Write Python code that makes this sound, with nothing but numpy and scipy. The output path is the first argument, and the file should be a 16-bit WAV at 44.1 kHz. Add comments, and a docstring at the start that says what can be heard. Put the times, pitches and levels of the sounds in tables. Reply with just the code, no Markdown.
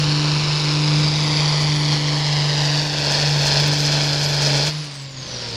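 """A six-cylinder turbo diesel tractor roars flat out, dragging a sled nearer, its turbo whistling above 10 kHz.
At 4.7 s the throttle shuts: the engine runs down and the turbo coasts; 0.4 s later a little fuel is fed in again.
Each firing drives boom tones and puffs of filtered noise from the stack; shocks add sizzle and cracks.
The track mirrors the puffs under load, later as the stack nears. Tyres and sled rumble as low filtered noise."""
import sys
import numpy as np
from scipy import signal
from scipy.fft import rfft, irfft, next_fast_len
from scipy.io import wavfile
from scipy.ndimage import map_coordinates

SR = 44100
rng = np.random.default_rng(int(sys.argv[2]) if len(sys.argv) > 2 else 0)


def to_wav(sig):
    """Store sig (one row per channel, or 1-D mono) as 16-bit WAV at the path in sys.argv[1].

    Samples outside -1..1 are clipped; the rate is SR.
    """
    pcm = np.clip(np.atleast_2d(sig), -1, 1) * 32767
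    pcm = np.round(pcm).astype(np.int16)
    wavfile.write(sys.argv[1], SR, pcm.T)  # frames by channels


N = 245181
TIME = np.arange(N) / SR
SHUT_S, SHUT_TAKES_S = 4.692, 0.022
REOPEN_S, REOPEN_TAKES_S = 5.127, 0.3


def amp(db):
    """Decibels to gain."""
    return 10 ** (np.asarray(db) / 20)


def unit(x):
    """Scales to rms 1."""
    return x / np.sqrt(np.mean(x ** 2) + 1e-20)


def curves(rows):
    """Each column of a timed table, interpolated at every sample."""
    s, *columns = np.transpose(rows)
    return [np.interp(TIME, s, c) for c in columns]


def ramp(start_s, takes_s):
    """Goes linearly from 0 to 1, beginning at start_s."""
    return np.clip((TIME - start_s) / takes_s, 0, 1)


def wander(rate_hz):
    """Smooth random curve of rms 1, with rate_hz random knots a second."""
    knots = rng.standard_normal(4096)
    return unit(map_coordinates(knots, [TIME * rate_hz], order=3, mode="wrap"))


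def colour(x, points):
    """Filters x by gains drawn on a log-frequency axis, then scales to rms 1."""
    hz, db = np.transpose(points)
    size = next_fast_len(N)
    f_hz = np.fft.rfftfreq(size, 1 / SR)
    gain = amp(np.interp(np.log(f_hz + 1), np.log(hz), db))
    return unit(irfft(rfft(x, size) * gain, size)[:N])


# distance of the stack: t/s, distance/m
STACK_DISTANCE = [(0, 30.5), (.9, 28.1), (1.5, 24.6), (1.9, 24), (2.5, 21.4), (3, 18.62), (3.3, 18.7),
                  (3.8, 18)]
NEAR_M = 17.33  # 0 dB distance


def nearness_db():
    """Gain from the approach, by the inverse distance law."""
    metres, = curves(STACK_DISTANCE)
    return 20 * np.log10(NEAR_M / metres)


# surges of the gas flow during the pull: t/s, level/dB
FLOW_SURGE = [(0.0, -0.05), (0.86, -0.5), (1.04, 0.3), (1.14, -1.1), (1.42, 0.6), (1.84, -2), (1.94, 0.3),
              (1.98, -1.85), (2.76, -0.4), (2.9, -3), (3.16, 1.5), (3.36, -1.0), (3.46, 1.5), (3.64, 1.2),
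              (3.8, -2.2), (3.94, 1), (4.08, -1.5), (4.38, -1.0), (4.42, 1), (4.66, -0.4)]


def flow_db(level_db, surge, approach):
    """Gas-driven level: follows the surges and the approach, each by its own factor."""
    surge_db, = curves(FLOW_SURGE)
    return level_db + surge * surge_db + approach * nearness_db()


def throttle_db(shut_db, ebb_db_per_s, reopen_db):
    """Steps as the throttle shuts, drifts while coasting, then rises, quickly at first, as it reopens."""
    coasted_s = np.clip(TIME, SHUT_S, REOPEN_S) - SHUT_S
    reopened = np.sqrt(ramp(REOPEN_S, REOPEN_TAKES_S))
    return shut_db * ramp(SHUT_S, SHUT_TAKES_S) + ebb_db_per_s * coasted_s + reopen_db * reopened


# firing tone during the pull: t/s, level/dB
FIRING_LEVEL = [(0.0, -19.5), (0.62, -21), (1.0, -16.8), (1.1, -20.6), (1.34, -21), (1.42, -19),
                (1.94, -19.9), (1.98, -22.3), (2.74, -20.2), (2.88, -25.4), (3.2, -24.5), (3.24, -20.5),
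                (3.42, -19.7), (3.52, -23), (3.62, -19.0), (3.76, -21), (4.34, -23), (4.52, -20.5),
                (4.66, -22.9)]
# octave of the firing tone, swelling and fading: t/s, level/dB
OCTAVE_LEVEL = [(0.0, -35), (0.2, -29), (0.54, -43), (0.7, -29.5), (1.04, -30.5), (1.18, -38), (1.32, -30),
                (1.54, -43), (1.74, -32), (2.16, -33.5), (2.3, -41.5), (2.74, -35), (3.58, -42.5),
                (3.68, -33.5), (4.14, -35.5), (4.36, -44), (4.52, -32), (4.66, -40)]
# harmonics droning off load: multiple of firing rate, coasting level/dB, gain on reopening/dB
OFF_LOAD_DRONES = [(4, -51, 11), (8, -59, 12)]
# lines from unequal cylinders: multiple of engine-cycle rate, level under load at NEAR_M/dB, approach/(dB/dB)
ENGINE_CYCLE_LINES = [(3, -50, -1), (4, -46.5, 2), (5, -52, -1), (7, -50, 0), (8, -50, 1), (9, -44.5, 1),
                      (14, -51.5, -1.5), (16, -47, -.6), (18, -46.5, 1.5), (20, -43, -0.56), (24, -48, 3),
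                      (26, -42.5, 5.5)]
CYCLE_OFF_LOAD_DB = -18.5  # the cylinders even out once the load is off
KICK_S, KICK_WIDTH_S, KICK_DB = 4.8, 0.039, 4  # brief swell of the firing tone


def boom(firings, load, steady_db=0.65, unsteady_db=1.4, cycle_waver_db=2.15):
    """Stack tones locked to firing phase: rate, harmonics, engine-cycle lines; the first two waver more off load."""
    kick = np.exp(-((TIME - KICK_S) / KICK_WIDTH_S) ** 2)
    firing_db = curves(FIRING_LEVEL)[0] + KICK_DB * kick
    firing_db += throttle_db(shut_db=-6.0, ebb_db_per_s=-19.5, reopen_db=2.0)
    octave_db = curves(OCTAVE_LEVEL)[0] + throttle_db(shut_db=0, ebb_db_per_s=-35, reopen_db=9.5)
    waver_db = steady_db + unsteady_db * (1 - load)
    angle = 2 * np.pi * firings
    tone = amp(firing_db + waver_db * wander(rate_hz=20)) * np.cos(angle)
    tone += amp(octave_db + waver_db * wander(rate_hz=15)) * np.cos(2 * angle)
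    for multiple, db, reopen_db in OFF_LOAD_DRONES:
        drone_db = db + reopen_db * ramp(REOPEN_S, REOPEN_TAKES_S) + 2.5 * wander(rate_hz=17)
        tone += (1 - load) * amp(drone_db) * np.cos(multiple * angle)
    for multiple, db, approach in ENGINE_CYCLE_LINES:
        cycle_angle = angle * multiple / len(CYLINDER_STRENGTH) + rng.uniform(0, 2 * np.pi)
        line_db = flow_db(db, surge=0.99, approach=approach) + CYCLE_OFF_LOAD_DB * (1 - load)
        tone += amp(line_db + cycle_waver_db * wander(rate_hz=6)) * np.cos(cycle_angle)
    return np.sqrt(2) * tone  # levels are rms


def puffs(firings, cylinder_db, lag, rise, scatter_db, steady, repeat):
    """Turbulence released each firing, lag firing periods late; share repeat recurs every engine cycle."""
    place = firings - lag + 1
    index = np.floor(place).astype(int)
    scatter = np.clip(rng.standard_normal(1024), -2, 2)
    strength = amp(cylinder_db[index % len(cylinder_db)] + scatter_db * scatter[index])
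    age = place % 1 / rise
    valve = age * np.exp(1 - age)  # snaps open, then the cylinder empties
    shape = rng.standard_normal(1780)
    cycle_phase = firings / len(cylinder_db) % 1
    locked = map_coordinates(shape, [cycle_phase * len(shape)], order=3, mode="wrap")
    turbulence = np.sqrt(repeat) * locked + np.sqrt(1 - repeat) * rng.standard_normal(N)
    return (steady + strength * valve) * turbulence


GROUND_LAG_MS = 1.195  # at NEAR_M; falls with distance


def over_ground(x, share, soft_turn_rad=1.0, dull_hz=7500):
    """Direct sound plus its track reflection; soft dirt turns the phase back and scatters the treble."""
    lag_s = GROUND_LAG_MS / 1000 * amp(nearness_db())
    size = next_fast_len(N)
    f_hz = np.fft.rfftfreq(size, 1 / SR)
    dirt = np.exp(-1j * soft_turn_rad) / (1 + (f_hz / dull_hz) ** 2)
    mirrored = irfft(rfft(x, size) * dirt, size)[:N]
    return unit(x + share * map_coordinates(mirrored, [(TIME - lag_s) * SR], order=3))


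# cylinders in firing order: treble strength/dB, roar strength/dB
CYLINDER_STRENGTH = [(6.5, 1), (5.5, -0.5), (4, 6), (4, -0.5), (3, 7), (4, 2)]
# filter of the low stack roar: f/Hz, gain/dB
ROAR_FILTER = [(130, -8), (230, -9), (300, -1), (420, 2), (600, 3.5), (800, -8.5), (1200, -12.5),
               (2000, -15), (5000, -62)]
# filter of the broad gas-jet rasp: f/Hz, gain/dB
RASP_FILTER = [(450, -33), (750, 1.5), (950, 2.5), (1300, -1), (1800, 2), (2400, 2), (3100, 3), (3800, 2.5),
               (5000, 3), (6000, -9), (7000, -8), (8200, -20.5), (10000, -23.5), (12500, -42), (16000, -47)]
# filter of the ringing shriek of each blast: f/Hz, gain/dB
SHRIEK_FILTER = [(2500, -19), (3600, -7), (4100, -4), (4500, 1), (4750, 0.5), (4970, 1), (5300, -4.5),
                 (5800, -9), (7000, -20.5), (9000, -29), (12000, -52)]
SCATTER_DB = 2.24  # firing-to-firing treble spread


def exhaust(firings, load):
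    """Valve-gated turbulence in three bands, roar, rasp and shriek; all smooth out off load."""
    treble_db, low_db = np.transpose(CYLINDER_STRENGTH)
    coasting = 0.38 * (1 - load)
    roar = puffs(firings, low_db, lag=-0.15, rise=0.1, scatter_db=1.1,
                 steady=0.48 + coasting, repeat=0.55)
    rasp = puffs(firings, treble_db, lag=0.075, rise=0.1, scatter_db=SCATTER_DB,
                 steady=2.9 + coasting, repeat=0.31)
    shriek = puffs(firings, treble_db, lag=0.032, rise=0.24, scatter_db=SCATTER_DB,
                   steady=0.32 + coasting, repeat=0.074)
    roar = over_ground(colour(roar, ROAR_FILTER), share=0.3 * load)
    rasp = over_ground(colour(rasp, RASP_FILTER), share=0.46 * load)
    shriek = over_ground(colour(shriek, SHRIEK_FILTER), share=0.5 * load)
    roar_db = flow_db(level_db=-30.5, surge=1.4, approach=0.7)
    roar_db += throttle_db(shut_db=-12.5, ebb_db_per_s=-27, reopen_db=13.5)
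    rasp_db = flow_db(level_db=-24.5, surge=1.0, approach=0.21)
    rasp_db += throttle_db(shut_db=-8, ebb_db_per_s=-23, reopen_db=8.5)
    shriek_db = flow_db(level_db=-23.0, surge=1.48, approach=0.65)
    shriek_db += throttle_db(shut_db=-10.5, ebb_db_per_s=-26, reopen_db=11.5)
    return amp(roar_db) * roar + amp(rasp_db) * rasp + amp(shriek_db) * shriek


# filter of the shock sizzle: f/Hz, gain/dB
SIZZLE_FILTER = [(3000, -9), (5800, 3), (7200, -5), (8500, -13), (10000, -16.5), (12500, -27), (16000, -27)]
# separate sharp cracks, before the high-pass: t/s, level/dB
EXHAUST_CRACKS = [(3.455, -15), (3.52, -41), (3.603, -13), (3.631, -26), (3.68, -10), (3.93, -24.5),
                  (4.62, -27), (4.65, -26)]


def crackle(firings, shocks_per_s=5000, spread_db=2):
    """Blasts steepen into tiny shocks: fine sizzle that carries only from close by, and separate cracks."""
    level_db = flow_db(level_db=-32.5, surge=0.69, approach=2.9)
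    level_db += throttle_db(shut_db=-7, ebb_db_per_s=-22, reopen_db=0)
    chance = shocks_per_s / SR * (1 + 0.25 * np.sin(2 * np.pi * firings))
    strength = amp(spread_db * np.minimum(rng.exponential(1, N), 3))
    shocks = (rng.random(N) < chance) * rng.standard_normal(N) * strength
    sizzle = amp(level_db + 3.6 * wander(rate_hz=45)) * colour(shocks, SIZZLE_FILTER)
    cracks = np.zeros(N)
    for s, db in EXHAUST_CRACKS:
        cracks[round(s * SR)] = amp(db)
    highpass = signal.butter(2, 4000, "highpass", fs=SR, output="sos")
    return sizzle + signal.sosfilt(highpass, cracks)


def whistle(hz, flutter=0.0063, blur_hz=260):
    """Compressor blade tone, blurred into a narrow band by the turbulent gas."""
    angle = 2 * np.pi * np.cumsum(hz * (1 + flutter * wander(rate_hz=660))) / SR
    return wander(blur_hz) * np.cos(angle) + wander(blur_hz) * np.sin(angle)


# turbo whistle during the pull: t/s, f/Hz, level before trim/dB
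TURBO_PULL = [(0, 10730, -51), (.5, 10700, -53), (.68, 10600, -47), (1.3, 10200, -48), (1.68, 10500, -48),
              (1.87, 10500, -47), (2.25, 11000, -55), (2.82, 11400, -55), (3.02, 11320, -57),
              (3.26, 12000, -57), (3.42, 11640, -51), (3.68, 12400, -57), (3.87, 11520, -52),
              (4, 11730, -55), (4.28, 11350, -46), (4.45, 11380, -59), (4.69, 11780, -53)]
COAST_S, COAST_TIME_S, COAST_POWER = 4.69, .52, .86  # speed falls as (1 + t / time) ** -power
# second, higher tone of the coasting turbo
WHINE_RATIO, WHINE_DB, WHINE_FROM_S, WHINE_RISE_S = 1.64, -60.5, 5.26, .04


def turbo(trim_db=-5):
    """Gas drives the blades; once cut off, air drag slows them, fast at first, and the tone carries better."""
    driven_hz, driven_db = curves(TURBO_PULL)
    coasted_s = np.maximum(TIME - COAST_S, 0)
    hz = driven_hz * (1 + coasted_s / COAST_TIME_S) ** -COAST_POWER
    coasting_db = throttle_db(shut_db=3.5, ebb_db_per_s=6, reopen_db=12)
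    blades_db = trim_db + driven_db + coasting_db + 2 * wander(rate_hz=16)
    blades = amp(blades_db) * whistle(hz)
    whine = amp(WHINE_DB) * ramp(WHINE_FROM_S, WHINE_RISE_S) * whistle(WHINE_RATIO * hz)
    return blades + whine


# filter of the tyre and sled rumble: f/Hz, gain/dB
RUMBLE_FILTER = [(15, -28), (30, 0), (50, 0), (75, 2.5), (120, 4.5), (200, 2.5), (350, -6), (1000, -81),
                 (4000, -63)]
# churn of tyres and sled: t/s, level/dB
CHURN_LEVEL = [(0, -38.5), (.7, -41.5), (1.4, -35.5), (2.2, -47), (3.2, -40), (4.2, -43), (5.1, -49.5),
               (5.35, -41), (5.56, -42)]


def churn():
    """Low rumble of tyres and sled pan in the dirt, as filtered noise."""
    level_db, = curves(CHURN_LEVEL)
    return amp(level_db + 2 * wander(rate_hz=9.6)) * colour(rng.standard_normal(N), RUMBLE_FILTER)


# engine speed: t/s, firing rate/Hz
ENGINE_SPEED = [(0.0, 148.9), (1.2, 150.2), (2.7, 146.6), (2.86, 148.8), (3.06, 144), (3.28, 147),
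                (3.52, 143), (3.66, 147.1), (4.3, 145.5), (4.52, 143.0), (4.6, 142), (4.68, 151.5),
                (4.8, 151), (4.92, 141), (5.13, 134), (5.22, 131), (5.56, 114)]


def scene():
    """One firing phase and one throttle drive the engine; turbo and churn are added."""
    firing_hz, = curves(ENGINE_SPEED)
    load = 1 - ramp(SHUT_S, SHUT_TAKES_S)
    firings = np.cumsum(firing_hz) / SR
    engine = boom(firings, load) + exhaust(firings, load) + crackle(firings)
    return (engine + turbo() + churn())[None]


EDGE_HZ = 15800


def record(dry):
    """Band limit: linear-phase low-pass at EDGE_HZ."""
    lowpass = signal.firwin(511, EDGE_HZ, window=("kaiser", 9), fs=SR)
    return signal.oaconvolve(dry, lowpass[None], "same")


dry = scene()
out = record(dry)
to_wav(out)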